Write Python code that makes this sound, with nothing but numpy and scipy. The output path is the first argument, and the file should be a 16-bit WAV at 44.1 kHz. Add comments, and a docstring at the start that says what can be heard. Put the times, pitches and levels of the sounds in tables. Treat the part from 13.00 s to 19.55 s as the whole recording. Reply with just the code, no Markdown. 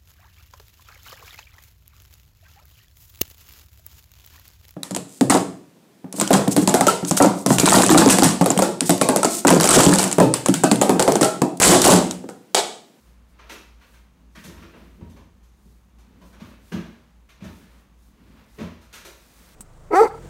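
"""Someone steps and shifts about on a wooden floor in a bare, quiet room.
The boards thump, and creak once: each time a group of fading tones rings, with an echo of noise.
Soles clack and scuff as short bursts of rough noise; clothes rustle as sweeps of high noise.
Two motors in the building hum at nearly the same speed, so the hum beats about 3.5 times a second.
A faint noise of the still room lies under it all."""
import sys
import numpy as np
from scipy import signal
from scipy.fft import rfft, irfft
from scipy.io import wavfile
from scipy.ndimage import uniform_filter1d

SR = 44100
rng = np.random.default_rng(int(sys.argv[2]) if len(sys.argv) > 2 else 0)


def materialize(psi):
    """Save the field psi as 16-bit PCM at rate SR to the path in sys.argv[1].

    A 1-D psi becomes a single channel; in a 2-D psi each row is a channel.
    """
    bounded = np.clip(np.atleast_2d(psi).T, -1, 1)
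    quanta = np.round(bounded * 32767).astype(np.int16)
    wavfile.write(sys.argv[1], SR, quanta)


N = 288855
TIME = np.arange(N) / SR   # s
TAIL = np.arange(30000) / SR   # s after a contact begins

# The two motor tones: (slower motor, faster motor), pitch [Hz]
MOTOR_HZ = (55.75, 59.24)
# Their rms before the hum's rise and fall: (slower motor, faster motor), level [dB]
MOTOR_DB = (-56, -51)
# Rise and fall of the hum at the microphone: (time [s], gain [dB])
HUM_GAIN = [(0, -3.5), (2.5, -3), (4.5, -5), (6.55, -8.5)]
# Colour of the still room's noise: (frequency [Hz], relative level per Hz [dB])
AIR_COLOUR = [(20, -25), (32, 3), (50, 13), (80, -9), (120, -2.5), (200, -1.5), (400, -33), (800, -16),
              (1200, -18), (2500, -57), (5000, -49), (6300, -28.5), (10000, -47), (13000, -60),
              (15500, -58)]
AIR_DB = -58.5   # rms

# How long the room rings: (frequency [Hz], time to fall by 60 dB [s])
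ROOM_FADE = [(100, 0.59), (260, 0.45), (700, 0.52), (1840, 0.55), (4850, 0.56), (12800, 0.47)]

# Shifts of weight: (time of most effort [s], rumble of the boards [dB], shuffling [dB], build-up [s])
SHIFTS = [(0.09, -65, -64, 0.065), (0.55, -78, -55, 0.17), (0.83, -77.5, -58.5, 0.033),
          (1.23, -58.5, -70.5, 0.088), (1.61, -50.5, -53, 0.065), (1.821, -50.5, -56.5, .08),
          (2.12, -48.5, -66, 0.15), (3.27, -52.5, -65.5, 0.24), (3.52, -51.5, -56, 0.17),
          (3.87, -59, -55, 0.17), (4.5, -46, -58.5, .08), (4.78, -79, -62, 0.3), (5.33, -52.5, -62, 0.21),
          (5.4, -59, -58, 0.052), (5.66, -75, -52, 0.085), (6.0, -60, -59, 0.11), (6.52, -60, -58, 0.34)]
# Colour of the boards' rumble: (frequency [Hz], relative level per Hz [dB])
RUMBLE_COLOUR = [(50, -15), (90, 1), (130, -9.5), (175, 1), (230, -0.5), (330, -9), (500, -16.5),
                 (900, -44)]
# Colour of the shuffling soles: (frequency [Hz], relative level per Hz [dB])
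SHUFFLE_COLOUR = [(250, -3.5), (500, 8), (750, 3), (1100, 5), (2600, 0.5), (4500, -6.5), (8000, -18)]
SETTLE_DB_PER_S = 63   # each shift dies away at this rate
# the stir of someone standing nearly still
REST_RUMBLE_DB, REST_SHUFFLE_DB, REST_CLOTH_DB = -64.5, -70, -76

# Sweeps of cloth: (time of the middle [s], level [dB], half length [s])
SWISHES = [(0.01, -66, 0.15), (0.31, -70, .04), (0.933, -64.5, 0.11), (1.422, -59, 0.073),
           (1.774, -70.5, 0.3), (2.693, -68.5, .14), (3.28, -63.5, .06), (3.49, -64, .07),
           (3.71, -60, 0.087), (3.92, -81.5, 0.28), (4.578, -61.5, 0.096), (4.758, -67, 0.091),
           (5.055, -67, 0.083), (5.34, -73, .12), (5.57, -62, 0.1), (6.09, -68, 0.19), (6.42, -58, 0.3)]
# Colour of cloth on cloth: (frequency [Hz], relative level per Hz [dB])
CLOTH_COLOUR = [(1500, -57), (3500, 4), (6000, 4), (8000, 3.5), (10000, 5), (12500, 2), (15500, 0.5)]

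# Soles touching the floor: (time [s], clack before the resonances [dB], body over the clack [dB],
# brightness over the clack [dB], ringing pitch [Hz])
SCUFFS = [(0.3909, -53, -2.5, -19, 1120), (0.497, -44, -3.5, -6, 2500), (0.5186, -56, -15, 0.5, 980),
          (0.814, -59.5, -31, -14.5, 1410), (0.9377, -60, -6.5, -13, 1060),
          (1.3535, -50, -6.5, -10.5, 1800), (1.3742, -53, -26, -29, 1810), (1.4405, -53.5, 0.5, 4.5, 1890),
          (1.4976, -56, 0, -12, 1030), (1.6252, -53, -9, -16, 1150), (1.7386, -57, 3.5, -35, 1230),
          (2.0091, -65, 8.5, -19, 990), (2.0972, -69.5, 2, 4, 1010), (2.1647, -60.5, 5, -9, 990),
          (2.431, -73.5, -12, 4, 1060), (2.9864, -67.5, 2, 0, 960), (3.2168, -62.5, 5.5, -9, 1000),
          (3.3298, -62, 5, -5.5, 1570), (3.4029, -53, 1, -11.5, 1150), (3.7219, -43, 1.5, -11, 1630),
          (3.7654, -51.5, 4, -21, 1610), (4.291, -58.5, -5.5, -7, 2330), (4.4063, -57.5, -1, -15, 2700),
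          (4.422, -61, 1, -5, 2600), (4.4417, -52.5, 3.5, -7, 1680), (4.6108, -63.5, -5, -9, 1650),
          (5.5871, -48, -0.5, -15, 2020), (5.6045, -50, 7.5, -10, 1940), (5.815, -65, 1.5, 1.5, 1380),
          (5.929, -52.5, -4.5, 1.5, 2500), (5.939, -48.5, -12.5, -2, 1450), (6.0507, -50.5, 1.5, 0.5, 2220)]
# Colour of a sole on wood: (frequency [Hz], relative level per Hz [dB])
SOLE_COLOUR = [(180, -27.5), (300, -3.5), (431, -3), (484, -9), (641, -5), (794, -12.5), (922, -7.5),
               (2070, -13), (2360, -12.5), (4140, -16.5), (4800, -20.5), (6050, -19), (7750, -29.5),
               (12900, -32), (15500, -40.5)]
BRUSH_S, CONTACT_S = 0.006, 0.018   # shortest brush over the floor, then time to come to rest
FLAT_FOOT_SLOWS = 0.6   # a flatter foot has more body and brushes longer: dB of time per dB of body
SCRAPE_DB, SCRAPE_FOLLOWS = -0.5, 0.44   # scrape over the clack; share of the brightness it takes on
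# Woodwork that rings faintly with every touch of a sole: (pitch [Hz], lift [dB])
WOODWORK = [(345, 4), (549, 5), (640, 2.5), (940, 3.5), (1275, 2), (1648, 2.5), (2376, 5), (2620, 3)]
WOODWORK_WIDTH_HZ = 19

# Weight landing on the boards, and one small board creak near 1.62 s: (time [s], thump [dB],
# depth [dB], knock [dB], time the load takes to build [s], pitch the boards favour there [Hz])
BOARD_SOUNDS = [(0.497, -58.5, -79, -48.5, 0.014, 320), (1.363, -46, -64, -57, 0.0066, 230),
                (1.437, -43.5, -63, -61, .007, 190), (1.468, -45, -47, -47, .009, 199),
                (1.623, -58, -58, -49, 0.0057, 413.5), (1.734, -52.5, -75, -50.5, .015, 253),
                (1.986, -40.5, -40.5, -49, 0.019, 203), (2.157, -56, -51.5, -62, 0.028, 231),
                (2.654, -52.5, -63, -61, 0.0021, 171), (3.41, -38.5, -51, -55, 0.005, 170),
                (3.709, -25.5, -40, -36, 0.02, 205), (3.757, -31.5, -52, -40.5, 0.005, 169),
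                (4.414, -37, -42.5, -53, 0.0044, 168), (5.574, -34.5, -51, -39.5, 0.012, 175),
                (5.599, -29.5, -39.5, -43.5, .008, 175)]
# Ringing tones of floor and room: (pitch [Hz], relative level [dB], time to fall by 60 dB [s])
BOARDS = [(64, -12, 0.4), (84.2, -7.5, 0.58), (112, -3, 0.32), (141, -7, 0.23), (171.2, 2, 0.26),
          (182.7, 3.5, 0.22), (213.5, -1.5, 0.39), (235.3, -6, 0.57), (257.4, -21.5, 0.49),
          (334.7, -9.5, 0.38), (427, -16.5, 0.53), (579, -24.5, 0.74), (619, -35, 0.95)]


def from_db(db):
    """Turn decibels into a plain multiplier."""
    return 10 ** (np.asarray(db) / 20)


def rms_one(x):
    """Scale a sound to rms 1."""
    return x / np.sqrt(np.mean(x ** 2) + 1e-20)


def loudest_one(x, size=1400):
    """Scale so that the loudest stretch, about 30 ms long, has rms 1."""
    return x / np.sqrt(uniform_filter1d(x ** 2, size).max() + 1e-20)


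def at_hz(points, hz):
    """Read a table between its points, with pitch spaced evenly by octaves."""
    table_hz, value = np.transpose(points)
    return np.interp(np.log(np.maximum(hz, 1)), np.log(table_hz), value)


def band(x, low_hz, high_hz):
    """Keep only the sound between two frequencies."""
    return signal.sosfilt(signal.butter(3, [low_hz, high_hz], "band", fs=SR, output="sos"), x)


def coloured(x, spectrum):
    """Give a sound the listed spectrum with a minimum-phase filter, so nothing sounds early."""
    size = 8192
    half = size // 2
    wanted = from_db(at_hz(spectrum, np.arange(half + 1) * SR / size))
    # folding the log spectrum's transform forward puts the filter's energy at its start
    cepstrum = irfft(np.log(wanted))
    cepstrum[1:half] *= 2
    cepstrum[half + 1:] = 0
    response = irfft(np.exp(rfft(cepstrum)))
    return signal.oaconvolve(x, response)[:len(x)]


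def noise_of(spectrum):
    """Steady noise of the given colour, with rms 1."""
    return rms_one(coloured(rng.standard_normal(N), spectrum))


def grains(count, spread_db):
    """Friction: tiny slips of very unequal size."""
    size_db = spread_db * np.minimum(rng.exponential(1, count), 6)
    return rng.standard_normal(count) * from_db(size_db)


def add(out, s, sound):
    """Mix a sound in at time s."""
    start = max(round(s * SR), 0)
    out[start:start + len(sound)] += sound[:N - start]


def emphasised(x, hz, q, boost_db):
    """Lift the sound around one pitch, or lower it if the boost is negative."""
    b, a = signal.iirpeak(hz, q, fs=SR)
    return x + (from_db(boost_db) - 1) * signal.lfilter(b, a, x)


def balanced(sound, zones):
    """Give each zone (low Hz, high Hz, dB) of a sound its own level."""
    return sum(from_db(db) * loudest_one(band(sound, low, high)) for low, high, db in zones)


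def stretch_of(noise):
    """A random piece of a noise, as long as one contact's tail."""
    start = rng.integers(len(noise) - len(TAIL))
    return noise[start:start + len(TAIL)]


def reverberation(pressure, hz):
    """The room stores a contact's energy and leaks it away; gives the echo's height, top 1."""
    keep = from_db(-60 / (SR * at_hz(ROOM_FADE, hz))) ** 2   # share of energy left after one sample
    stored = signal.lfilter([1], [1, -keep], pressure ** 2)
    return np.sqrt(stored / stored.max())


def near_surfaces(x, strength, reach_s, count=5):
    """Early echoes off nearby furniture give each contact its own ripple in the spectrum."""
    out = x.copy()
    lags = (rng.uniform(0.1, 1, count) * reach_s * SR).astype(int) + 1
    for lag in lags:
        out[lag:] += strength * rng.choice([-1, 1]) * x[:-lag]
    return out / np.sqrt(1 + count * strength ** 2)


def background():
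    """Two motor tones drift in and out of step, so their sum swells and sinks over the room's noise."""
    slow, fast = (from_db(db) * np.sqrt(2) * np.sin(2 * np.pi * hz * TIME)
                  for hz, db in zip(MOTOR_HZ, MOTOR_DB))
    gain_s, gain_db = np.transpose(HUM_GAIN)
    hum = (slow - fast) * from_db(np.interp(TIME, gain_s, gain_db))
    return hum + from_db(AIR_DB) * noise_of(AIR_COLOUR)


def clothes():
    """Cloth slides over cloth in sweeps that swell and fade evenly."""
    sliding = from_db(REST_CLOTH_DB)
    for s, db, half_length in SWISHES:
        sweep = np.exp(-((TIME - s) / half_length) ** 2)
        sliding = np.hypot(sliding, from_db(db) * sweep)
    return sliding * rms_one(coloured(grains(N, spread_db=3.0), CLOTH_COLOUR))


def movement():
    """Each shift of weight builds up and settles; it stirs the boards and makes the soles rub."""
    rumble, shuffle = from_db(REST_RUMBLE_DB), from_db(REST_SHUFFLE_DB)
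    for s, rumble_db, shuffle_db, build_up in SHIFTS:
        rise = np.exp(-(np.minimum(TIME - s, 0) / build_up) ** 2)
        settling = from_db(-SETTLE_DB_PER_S * np.maximum(TIME - s, 0))
        effort = rise * settling
        rumble = np.hypot(rumble, from_db(rumble_db) * effort)
        shuffle = np.hypot(shuffle, from_db(shuffle_db) * effort)
    rubbing = rms_one(coloured(grains(N, spread_db=2.0), SHUFFLE_COLOUR))
    return rumble * noise_of(RUMBLE_COLOUR) + shuffle * rubbing


def woodwork(x):
    """Narrow resonances of the furniture colour the touches of the soles."""
    for hz, lift_db in WOODWORK:
        x = emphasised(x, hz, q=hz / WOODWORK_WIDTH_HZ, boost_db=lift_db)
    return x


def scuffs(ring_db=4.0, direct_db=-3):
    """A sole meets the floor as a short cluster of slips, followed by a wash of reflections."""
    edges_hz = (320, 1150, 3250, 7200, 17000)   # bounds of body, clack, scrape and brightness
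    zones = list(zip(edges_hz, edges_hz[1:]))
    slips = coloured(grains(N, spread_db=3.5), SOLE_COLOUR)
    wash = coloured(rng.standard_normal(N), SOLE_COLOUR)
    slip_zones = [rms_one(band(slips, low, high)) for low, high in zones]
    wash_zones = [rms_one(band(wash, low, high)) for low, high in zones]
    out = np.zeros(N)
    for s, clack, body, brightness, ring_hz in SCUFFS:
        brush = BRUSH_S * from_db(FLAT_FOOT_SLOWS * max(body, 0))
        bearing_down = np.minimum(TAIL / brush, 1) ** 2
        coming_to_rest = np.exp(-2 * np.maximum(TAIL - brush, 0) / CONTACT_S)
        pressure = bearing_down * coming_to_rest + 1e-9
        # a brighter touch also scrapes more
        scrape = SCRAPE_DB + SCRAPE_FOLLOWS * brightness
        gains = from_db(clack + np.array([body, 0, scrape, brightness]))
        heard = np.zeros(len(TAIL))
        for gain, near, far, (low, high) in zip(gains, slip_zones, wash_zones, zones):
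            direct = from_db(direct_db) * pressure * stretch_of(near)
            reflected = reverberation(pressure, np.sqrt(low * high)) * stretch_of(far)
            heard += gain * (direct + reflected)
        heard = near_surfaces(heard, strength=0.2, reach_s=0.007)
        # start early, so that the brush ends at the listed time
        add(out, s - brush, emphasised(heard, ring_hz, q=5, boost_db=ring_db))
    return out


def thumps_and_creak(echo_db=-6, uneven_db=1.5, favour_db=2, favour_octaves=0.16):
    """As a load builds on the boards, their tones swell, ring out and echo in the room."""
    out = np.zeros(N)
    diffuse = noise_of(RUMBLE_COLOUR)
    hz, tone_db, fade_s = np.transpose(BOARDS)
    # spinning, shrinking numbers: their real part is a fading tone
    tones = np.exp(np.outer(2j * np.pi * hz - np.log(1000) / fade_s, TAIL))
    for s, thump, depth, knock, build_s, favoured_hz in BOARD_SOUNDS:
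        # the place on the floor decides which tones answer best
        place_db = favour_db * np.exp(-(np.log2(hz / favoured_hz) / favour_octaves) ** 2)
        strength = from_db(tone_db + place_db + uneven_db * rng.standard_normal(len(hz)))
        phase = np.exp(2j * np.pi * rng.random(len(hz)))
        load = 1 - np.exp(-(TAIL / build_s) ** 2)
        ringing = load * ((strength * phase) @ tones).real
        # the room answers the change of load
        echo = stretch_of(diffuse) * reverberation(np.gradient(load), favoured_hz)
        heard = loudest_one(ringing) + from_db(echo_db) * echo
        zones = ((53.3, 94.4, depth), (127.7, 264, thump), (291.5, 680, knock))
        add(out, s, balanced(heard, zones))
    return out


def scene():
    """Everything at one microphone."""
    floor = thumps_and_creak() + woodwork(scuffs())
    return (floor + movement() + clothes() + background())[None]


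def record(dry, low_cut_hz=45, dip_hz=10300, dip_db=-3, top_cut_hz=15750):
    """The microphone sheds the deep bass, dips a little in the high treble and cuts off the top."""
    thinned = signal.sosfilt(signal.butter(4, low_cut_hz, "high", fs=SR, output="sos"), dry)
    dipped = emphasised(thinned, dip_hz, q=6.6, boost_db=dip_db)
    return signal.sosfilt(signal.ellip(12, 0.1, 80, top_cut_hz, fs=SR, output="sos"), dipped)


dry = scene()
out = record(dry)
materialize(out)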